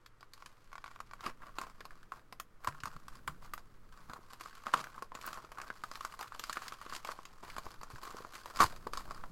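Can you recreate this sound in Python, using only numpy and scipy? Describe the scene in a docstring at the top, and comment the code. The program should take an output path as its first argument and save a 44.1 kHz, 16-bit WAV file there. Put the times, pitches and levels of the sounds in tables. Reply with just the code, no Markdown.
"""Opening a plastic bubble mailer

A mailer on a table in a small room is slit with a utility knife, then pulled open by hand.
Each fold that flips makes a sharp tick and a short hollow ring near 1.1 kHz; crinkles and rips are
dense runs of these. The blade catches in crisp clicks, and at last the seam gives way in jerks.
The hands also tap the mailer and bump the table; the room adds a short echo and a faint hum."""
import sys
import numpy as np
from scipy import signal
from scipy.fft import rfft, irfft
from scipy.io import wavfile

SR = 44100
rng = np.random.default_rng(int(sys.argv[2]) if len(sys.argv) > 2 else 0)


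def generate_wav(sig):
    """Save sig (samples, or channels by samples) to the path in sys.argv[1] as 16-bit PCM at SR."""
    pcm = np.round(np.clip(np.atleast_2d(sig).T, -1, 1) * 32767).astype(np.int16)
    wavfile.write(sys.argv[1], SR, pcm)


N = 410571
TIME = np.arange(N) / SR
LEAD_S = .001  # a fold creaks this long before it flips

# Levels in the tables are starting values: the functions add their own gains and filters.
# tone colours (f/Hz, level/dB)
AIR_TONE = [(20, -6.5), (45, -10.5), (85, -18.5), (200, -23.5), (500, -21), (700, -32.5), (1200, -19.5),
            (2700, -35.5), (12800, -50), (16000, -67)]  # the quiet room
BUMP_TONE = [(10, 15), (25, 6.5), (50, -7.5), (80, -12), (150, -10.5), (280, -16.5), (600, -25.5),
             (2000, -45)]  # the table
TICK_TONE = [(300, -20.5), (700, -24.5), (1600, 3.5), (2300, 0.5), (3500, -2.5), (4600, 1), (5700, -4.5),
             (7300, -4.5), (9000, -10.5), (13000, -12), (16000, -27)]  # the sharp edge of a flipping fold
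POUCH_TONE = [(100, -16), (220, -1), (400, -1.5), (780, -3.5), (950, -3), (1080, 5), (1350, 1.5),
              (1700, -1), (2400, -3), (5000, -3)]  # the hollow of the mailer
SLIDE_TONE = [(150, -5), (400, -12), (780, -7.5), (1100, 0), (1300, 0), (1600, -13), (2500, -23),
              (5000, -25)]  # plastic film rubbing
WALL_TONE = [(150, -13.5), (500, 5), (1150, -8), (2500, -5.5), (5000, -3.5), (14000, 0.5)]  # the echo
# hands shifting the mailer on the table (t/s, level/dB)
SHIFTING = [(0, -68.5), (0.75, -62.5), (1.25, -57.5), (2.55, -60), (2.7, -60), (3.3, -51), (3.6, -56.5),
            (4.1, -56), (4.75, -64), (5.0, -58.5), (7.2, -60), (7.6, -56), (8.5, -62), (8.61, -46.5),
            (8.8, -49.5), (9.31, -49.5)]
# the mailer knocking on the table (t/s, level/dB, f/Hz)
KNOCKS = [(1.258, -47, 121), (1.272, -48, 340), (1.601, -58, 280), (2.679, -44.5, 108), (2.833, -48, 131),
          (2.867, -52, 152), (2.956, -52, 141), (3.279, -47, 139), (4.089, -51.5, 150), (4.738, -45, 240),
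          (7.578, -53, 102), (7.654, -51.5, 100), (7.934, -45.5, 100), (8.599, -35, 111), (8.633, -36, 99)]
# the table top humming on after some knocks (t/s, level/dB)
TABLE_HUMS = [(2.691, -53), (2.86, -60), (3.29, -58.5), (4.761, -56)]
# the table top's own note (f/Hz, level/dB, time to fade by 60 dB/s)
TABLE_NOTES = [(145, 0, 0.41)]
# the film stirring just from being held (t/s, level/dB)
HOLDING = [(0, -80), (0.12, -85), (0.55, -69), (1.35, -73.5), (1.95, -68.5), (2.3, -82), (2.55, -92),
           (2.9, -66), (3.45, -77.5), (3.8, -74), (4.6, -59.5), (5.09, -71), (5.4, -64), (6.7, -58),
           (7.33, -66), (8.2, -60.5), (8.8, -63), (9.3, -64)]
# how the hold colours the film (t/s, thinning of the lows from 0 to 1, amount of rattle)
HOLD_COLOUR = [(0, 0.4, 0), (0.6, 0.2, 0.34), (0.8, 1, 0.35), (1.25, 0.1, 1.9), (1.7, 0.07, 0.69),
               (2.4, 0.48, 0.089), (3.3, 0.93, 0.37), (4.3, 0.34, 0), (4.75, 0.04, 1), (5.4, 0, 0.32),
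               (6.1, 0.86, 0), (6.7, 0.56, 0.58), (7.4, 0, 0.25), (9.3, 0, 0)]
# moves that work the film (t/s, length/s, level/dB, tick over ring/dB)
KNIFE_PUSHES = [(0.16, 0.12, -77, -4), (0.33, 0.15, -66, -3.5), (0.84, 0.1, -68, -4),
                (1.19, 0.097, -53.5, -13), (1.40, 0.075, -56, -14.5), (1.55, 0.15, -56, -9.5),
                (1.79, 0.16, -70, -18), (2.11, 0.073, -58.5, -10), (2.60, 0.17, -57.5, -10.5),
                (2.82, 0.12, -56.5, -10), (3.11, 0.053, -58, -6), (3.27, 0.045, -57, -10),
                (3.41, 0.053, -51.5, -9), (3.53, 0.065, -64, -6)]  # the knife drags it along
HAND_PULLS = [(3.91, 0.14, -60.5, -8.5), (4.08, 0.087, -53.5, -28), (4.39, 0.092, -59.5, 0.5),
              (4.65, 0.065, -52, -6), (4.75, 0.13, -51.5, -10), (4.94, 0.053, -56.5, -12),
              (5.14, 0.25, -54, -7.5), (5.24, 0.042, -48, -3.5), (5.56, 0.097, -53.5, -14),
              (5.83, 0.3, -54.5, -5.5), (6.19, 0.048, -48, -8), (6.38, 0.15, -57.5, 3.5),
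              (6.55, 0.13, -50, -4), (6.81, 0.11, -62.5, 2), (6.88, 0.093, -52.5, -1),
              (7.04, 0.072, -51.5, -3), (7.42, 0.17, -54, -4), (7.62, 0.08, -58.5, -2),
              (7.90, 0.075, -55, -5.5), (8.02, 0.19, -54, -5.5), (8.33, 0.043, -53, 0),
              (8.44, 0.1, -54, -5.5), (8.54, 0.17, -49.5, -4), (8.93, 0.076, -50.5, -1.5),
              (9.03, 0.23, -57.5, -8.5)]  # the hands grip, pull and fold it
# loud single folds flipping (t/s, ring level/dB, f/Hz, tick level/dB)
FOLD_SNAPS = [(0.061, -48.5, 1270, -48.5), (0.208, -51, 1140, -54.5), (0.335, -55, 1500, -45),
              (0.46, -42.5, 1260, -45), (1.003, -31.5, 1330, -48.5), (1.207, -42, 1090, -51.5),
              (1.263, -25, 1250, -39.5), (1.585, -26.5, 1050, -39), (1.614, -31, 1110, -42.5),
              (1.636, -36, 1100, -54), (1.806, -38.5, 1580, -48.5), (1.853, -37.5, 1000, -47),
              (1.907, -43.5, 1620, -60), (2.03, -48, 1580, -59.5), (2.12, -29, 1230, -54),
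              (2.137, -42, 1110, -61), (2.325, -37, 980, -44), (2.399, -31, 1240, -38),
              (2.646, -31.5, 1210, -42.5), (2.673, -19, 1040, -37.5), (2.803, -50, 1120, -47.5),
              (2.835, -30, 1410, -41), (2.856, -28, 1220, -41.5), (2.872, -37.5, 1050, -61),
              (2.964, -38, 1150, -56), (3.082, -35.5, 1280, -47), (3.277, -23, 1240, -38),
              (3.536, -27.5, 1270, -42), (3.578, -36.5, 1050, -48.5), (4.097, -36, 1080, -53),
              (4.134, -33.5, 1060, -46), (4.333, -41, 1020, -46.5), (4.409, -35, 1020, -43),
              (4.458, -35, 1190, -54), (4.667, -26.5, 1180, -43.5), (4.738, -13.5, 1220, -39),
              (4.792, -31, 1210, -48), (4.841, -37.5, 1510, -44), (4.979, -35, 1120, -62),
              (5.023, -29.5, 1060, -46.5), (5.119, -35.5, 970, -72), (5.151, -34.5, 1090, -42),
              (5.213, -48, 1220, -46), (5.242, -36.5, 1250, -60), (5.278, -32.5, 1150, -46),
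              (5.33, -34.5, 1220, -43), (5.342, -46, 1210, -47.5), (5.373, -38.5, 1060, -70),
              (5.386, -40, 1040, -57), (5.447, -40.5, 1320, -55), (5.518, -38, 1160, -49),
              (5.584, -30.5, 1270, -47), (5.616, -37, 1370, -42.5), (5.702, -27.5, 1450, -52),
              (5.837, -26.5, 1270, -43.5), (5.914, -32.5, 1210, -43), (5.955, -35.5, 1150, -40),
              (6.008, -30, 1090, -44), (6.049, -25.5, 1180, -38), (6.123, -43, 1130, -47),
              (6.139, -36, 1070, -62), (6.191, -34.5, 1050, -46), (6.21, -29, 980, -39.5),
              (6.227, -35, 1510, -43.5), (6.321, -33.5, 1160, -67), (6.349, -37.5, 1240, -61.5),
              (6.395, -33.5, 1020, -36), (6.438, -32, 1260, -36.5), (6.496, -25.5, 1280, -37),
              (6.528, -42, 1200, -34.5), (6.57, -25, 1500, -49), (6.681, -43, 1140, -38),
              (6.722, -31.5, 1260, -45), (6.814, -36, 1340, -49.5), (6.863, -34.5, 1140, -54.5),
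              (6.924, -31, 1120, -55), (6.935, -35, 1210, -43), (6.95, -39, 1140, -37.5),
              (6.963, -40, 1090, -38.5), (7.048, -31.5, 1140, -39.5), (7.089, -27, 1130, -60),
              (7.116, -34.5, 1470, -43.5), (7.189, -35.5, 990, -62), (7.253, -43.5, 1150, -44),
              (7.5, -57, 1340, -42.5), (7.565, -32.5, 1120, -45.5), (7.582, -29.5, 1070, -40),
              (7.665, -34, 1010, -56), (7.813, -40, 1230, -50), (7.832, -35, 1170, -45),
              (7.902, -42, 1160, -52), (8.034, -39.5, 1160, -48), (8.052, -37, 1150, -47),
              (8.075, -35, 1130, -50), (8.105, -41, 1130, -49), (8.168, -38.5, 1040, -48),
              (8.248, -34, 980, -58), (8.342, -41, 1080, -67), (8.458, -34.5, 1030, -46),
              (8.56, -37.5, 1150, -40), (8.571, -35.5, 1130, -41), (8.59, -41, 1050, -39),
              (8.604, -9.5, 1100, -28.5), (8.608, -26, 1190, -28.5), (8.636, -27, 1130, -33),
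              (8.87, -28, 1040, -46), (8.934, -28.5, 1140, -37.5), (8.973, -27.5, 1070, -37),
              (9.109, -30, 1120, -47), (9.238, -33, 1040, -63)]
# the blade tip catching on the film (t/s, level/dB)
BLADE_CATCHES = [(0.229, -50), (0.424, -48.5), (0.718, -56), (0.73, -45.5), (0.743, -60), (0.7549, -44),
                 (0.781, -46), (0.842, -43), (0.861, -47), (0.879, -49), (0.914, -51.5), (0.961, -50),
                 (0.991, -58.5), (1.112, -49), (1.135, -43)]
# the film's notes under the blade (f/Hz, level/dB, time to fade by 60 dB/s)
PLUCK_NOTES = [(1140, 7, 0.026), (1430, 6, 0.015), (1910, -8, 0.028), (2260, -6, 0.026),
               (3160, -13.5, 0.013), (4620, -21, 0.0057)]
# the film giving way in a run (t/s, length/s, ring level/dB, tick level/dB)
FILM_RIPS = [(1.234, .073, -48.5, -58.5), (1.58, 0.061, -56.5, -69), (2.669, .024, -40.5, -53),
             (2.855, 0.031, -46.5, -58), (4.735, 0.009, -33, -39), (4.753, 0.068, -46.5, -53),
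             (8.592, 0.013, -45, -43), (8.606, 0.041, -30, -36), (8.644, .028, -45, -46.5)]
# tight film splitting with a bright zip (t/s, level/dB)
FILM_SPLITS = [(2.4, -47.5), (2.646, -55), (3.275, -54), (3.538, -46), (5.264, -41.5), (6.535, -60),
               (8.036, -55), (8.629, -42)]
# fingers tapping and denting the mailer (t/s, level/dB, f/Hz)
FINGER_TAPS = [(4.19, -56.5, 380), (5.19, -55, 430), (5.443, -54.5, 385), (7.436, -52.5, 413),
               (8.146, -46, 434), (8.205, -50, 477), (8.868, -41.5, 430)]
# the seam giving way (t/s, peak level/dB, f/Hz)
SEAM_JERKS = [(8.592, -29, 1110), (8.599, -24, 1110), (8.6046, -5.5, 1127), (8.6164, -15, 1120),
              (8.6238, -16, 1070), (8.6312, -12.5, 1120), (8.642, -15, 1120)]


def undb(db):
    """Turn decibels into a gain."""
    return 10 ** (np.asarray(db) / 20)


def unit(x):
    """Scale to an average strength (rms) of 1."""
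    return x / np.sqrt(np.mean(x ** 2))


def curves(table):
    """Join a table's rows with straight lines: one curve for each column after the time."""
    times, *columns = np.transpose(table)
    return [np.interp(TIME, times, column) for column in columns]


def add(out, x, s):
    """Mix x into out, starting at s seconds."""
    i = max(int(s * SR), 0)
    out[i:i + len(x)] += x[:max(len(out) - i, 0)]


def colour(x, points, size=4096):
    """Give x a tone colour from (f/Hz, level/dB) points."""
    hz, db = np.transpose(points)
    grid_hz = np.arange(size // 2 + 1) * SR / size
    gain = undb(np.interp(np.log(grid_hz + 1), np.log(hz), db))
    # build the filter so that it never sounds before its input
    cepstrum = irfft(np.log(gain))
    cepstrum[1:size // 2] *= 2
    cepstrum[size // 2 + 1:] = 0
    response = irfft(np.exp(rfft(cepstrum)))
    return signal.fftconvolve(x, response[:len(x)])[:len(x)]


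def resonate(x, hz, width_hz):
    """Make x ring at one pitch; lows pass and highs fall away."""
    pole = np.exp((2j * np.pi * hz - np.pi * width_hz) / SR)
    return signal.lfilter([1], [1, -2 * pole.real, abs(pole) ** 2], x)


def strike(notes, size=2048):
    """A struck object: fading notes, each slightly off pitch, with rms 1 over the first 8 ms."""
    t = np.arange(size) / SR
    detunes = 1 + .025 * rng.standard_normal(len(notes))
    x = sum(undb(db) * np.sin(2 * np.pi * hz * detune * t) * np.exp(-t * np.log(1000) / fade_s)
            for (hz, db, fade_s), detune in zip(notes, detunes))
    return x / np.sqrt(np.mean(x[t < .008] ** 2))


def background(air_db=-67.5, hum_hz=112.8, hum_db=-75):
    """Quiet room air and a faint electrical hum."""
    air = unit(colour(rng.standard_normal(N), AIR_TONE))
    hum = unit(np.sin(2 * np.pi * hum_hz * TIME))
    return undb(air_db) * air + undb(hum_db) * hum


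def table_bumps(shifting_db=4, knock_s=0.013, size=16384):
    """Hands and mailer rumble and knock on the table; some knocks leave it ringing."""
    rumble = unit(colour(rng.standard_normal(N), BUMP_TONE))
    out = rumble * undb(curves(SHIFTING)[0] + shifting_db)
    age = np.arange(size) / SR / knock_s
    swell = 2 * age * np.exp(1 - 2 * age)
    for s, db, hz in KNOCKS:
        knock = swell * resonate(rng.standard_normal(size), hz, width_hz=hz)
        add(out, undb(db) * knock * np.linalg.norm(swell) / np.linalg.norm(knock), s)
    for s, db in TABLE_HUMS:
        add(out, undb(db) * strike(TABLE_NOTES, size), s)
    return out


def fold_flip(hz, uneven_db=0, fizz=0.2, flutter=0.1, creak_s=0.0008, settle_s=0.0044, size=1500):
    """One fold creaks, jolts, then flutters. Gives its ring and its tick, each starting at rms 1."""
    t = (np.arange(size) - int(LEAD_S * SR)) / SR
    jolt = (t == 0) * 1.
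    shake = np.exp(-abs(t) / np.where(t < 0, creak_s, settle_s))

    def vary(tone, spread_db):  # each fold has its own size and place, so its own colour
        return [(f, db + spread_db * rng.standard_normal()) for f, db in tone]

    ring = resonate(jolt + flutter * shake * rng.standard_normal(size), hz, width_hz=350)
    ring = colour(ring, vary(POUCH_TONE, uneven_db), size=1024)
    tick = jolt + fizz * shake * rng.standard_normal(size)
    tick = colour(tick, vary(TICK_TONE, spread_db=3), size=512)
    onset = int((LEAD_S + .008) * SR)
    sign = rng.choice([-1, 1])
    return [sign * x / np.sqrt(np.mean(x[:onset] ** 2)) for x in (ring, tick)]


def crackle(n, per_second, spread_db, hz=1190, scatter=0.18, tick_spread_db=4, fizz=0.23, count=14):
    """Many folds flip at random times and strengths. Gives rings and ticks, each at rms 1."""
    rings, ticks = np.zeros(n), np.zeros(n)
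    folds = [fold_flip(hz * np.exp(scatter * rng.standard_normal()), uneven_db=2, fizz=fizz)
             for _ in range(count)]
    for _ in range(int(per_second * n / SR) + 1):
        s = rng.random() * n / SR
        force, crispness = np.clip(rng.standard_normal(2), -2, 2)
        ring, tick = folds[rng.integers(count)]
        add(rings, ring * undb(spread_db * force), s)
        add(ticks, tick * undb(spread_db * force + tick_spread_db * crispness), s)
    return unit(rings), unit(ticks)


def move_power(moves, rise_s, fall_s):
    """Power of rings and ticks as each move builds up, holds and dies away."""
    power = np.zeros((2, N))
    for s, length, db, bright_db in moves:
        age = np.arange(int((length + 6 * fall_s) * SR)) / SR
        effort = np.minimum(age / rise_s, 1) * np.exp(-np.maximum(age - length, 0) / fall_s)
        add(power[0], (undb(db) * effort) ** 2, s)
        add(power[1], (undb(db + bright_db) * effort) ** 2, s)
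    return power


def crinkles(tick_db=-3, slide_db=-8.5, hiss_db=-8):
    """Small folds flip and film rubs on film and skin, as hard as knife and hands work it."""
    held_db = curves(HOLDING)[0]
    held = undb([held_db, held_db - 4]) ** 2  # rings, then softer ticks
    knife = move_power(KNIFE_PUSHES, rise_s=0.02, fall_s=0.029)
    hands = move_power(HAND_PULLS, rise_s=0.013, fall_s=0.03)
    low_gain, high_gain = np.sqrt(held + knife + hands)
    rings, ticks = crackle(N, per_second=300, spread_db=6.3, fizz=.14, count=40)
    # small folds move too little air for the pouch's lowest tones
    rings = signal.sosfilt(signal.butter(1, 260, "high", fs=SR, output="sos"), rings)
    # rubbing comes in fits and starts: a new level 70 times a second
    fits = unit(undb(2 * np.interp(TIME, np.arange(1000) / 70, rng.standard_normal(1000))))
    slide = fits * unit(colour(rng.standard_normal(N), SLIDE_TONE))
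    hiss = fits * unit(colour(rng.standard_normal(N), TICK_TONE))
    lows = rings + undb(slide_db) * slide
    highs = undb(tick_db) * ticks + undb(hiss_db) * hiss
    return low_gain * lows + high_gain * highs


def snaps(ring_gain_db=-10, tick_gain_db=-7, early_s=.0004):
    """Single folds of the film flip or burst loudly."""
    out = np.zeros(N)
    for s, ring_db, hz, tick_db in FOLD_SNAPS:
        ring, tick = fold_flip(hz)
        snap = undb(ring_db + ring_gain_db) * ring + undb(tick_db + tick_gain_db) * tick
        add(out, snap, s - early_s)
    return out


def blade_catches(tick_db=-16, low_cut_hz=750):
    """The blade sticks and slips, plucking the tight film: a thin note with a faint tick."""
    out = np.zeros(N)
    for s, db in BLADE_CATCHES:
        add(out, undb(db) * strike(PLUCK_NOTES), s)
        _, tick = fold_flip(PLUCK_NOTES[0][0])
        add(out, undb(db + tick_db) * tick, s - LEAD_S)
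    return signal.sosfilt(signal.butter(2, low_cut_hz, "high", fs=SR, output="sos"), out)


def rips(fade_share=0.21):
    """The cut runs ahead in a fast string of tiny breaks."""
    out = np.zeros(N)
    for s, length, ring_db, tick_db in FILM_RIPS:
        n = int(length * SR)
        rings, ticks = crackle(n, per_second=900, spread_db=3, hz=1130, scatter=.08)
        rip = undb(ring_db) * rings + undb(tick_db) * ticks
        add(out, rip * signal.windows.tukey(n, fade_share), s)
    return out


def splits(above_hz=9000, length_s=0.0056):
    """A slit shoots through stretched film with a tiny burst of very high hiss."""
    out = np.zeros(N)
    fade = np.linspace(1, 0, int(length_s * SR)) ** 2
    treble = signal.butter(2, above_hz, "high", fs=SR, output="sos")
    for s, db in FILM_SPLITS:
        burst = rng.laplace(size=len(fade)) * fade
        add(out, undb(db) * unit(signal.sosfilt(treble, burst)), s)
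    return out


def finger_taps(fade_s=0.017, overtone_ratio=1.52, overtone_db=-5):
    """A finger makes the air in the mailer give a short hollow knock."""
    out = np.zeros(N)
    for s, db, hz in FINGER_TAPS:
        notes = [(hz, 0, fade_s), (hz * overtone_ratio, overtone_db, fade_s / 2)]
        add(out, undb(db) * strike(notes), s)
    return out


def seam_jerks(rise_s=0.00086, fall_s=0.0015, size=1024):
    """Each jerk of the seam pumps the pouch, whose ring swells and dies within a few cycles."""
    out = np.zeros(N)
    t = (np.arange(size) - size // 2) / SR
    swell = np.exp(-abs(t) / np.where(t < 0, rise_s, fall_s))
    for s, db, hz in SEAM_JERKS:
        ring = np.sin(2 * np.pi * (hz * t + rng.random()))
        add(out, undb(db) * swell * ring, s + t[0])
    return out


def held_film(x, thinning_depth=0.73, below_hz=800, rattle_gain=0.67, rattle_hz=2500):
    """Pinned flat or stretched, the pouch loses its lows; cut or torn, it rattles more brightly."""
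    thinning, rattle = curves(HOLD_COLOUR)
    octave = [rattle_hz / np.sqrt(2), rattle_hz * np.sqrt(2)]
    lows = signal.sosfiltfilt(signal.butter(2, below_hz, fs=SR, output="sos"), x)
    upper = signal.sosfiltfilt(signal.butter(1, octave, "band", fs=SR, output="sos"), x)
    return x + rattle_gain * rattle * upper - thinning_depth * np.clip(thinning, 0, 1) * lows


def room_echo(x, echo_db=-9, fade_s=0.1, gap_s=0.0062):
    """Nearby walls add a short, blurred echo."""
    t = np.arange(SR // 2) / SR
    tail = rng.standard_normal(len(t)) * (t > gap_s) * np.exp(-t * np.log(1000) / fade_s)
    tail = colour(tail / np.linalg.norm(tail), WALL_TONE)
    return x + undb(echo_db) * signal.fftconvolve(x, tail)[:N]


def scene():
    """The mailer, the table and the room, in one channel."""
    film = held_film(snaps() + rips() + splits() + crinkles())
    mailer = film + blade_catches() + seam_jerks() + finger_taps()
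    return (room_echo(mailer) + table_bumps() + background())[None]


def record(dry):
    """Cut away the highest treble, above 15.9 kHz."""
    return signal.sosfilt(signal.ellip(10, .2, 80, 15900, fs=SR, output="sos"), dry)


dry = scene()
out = record(dry)
generate_wav(out)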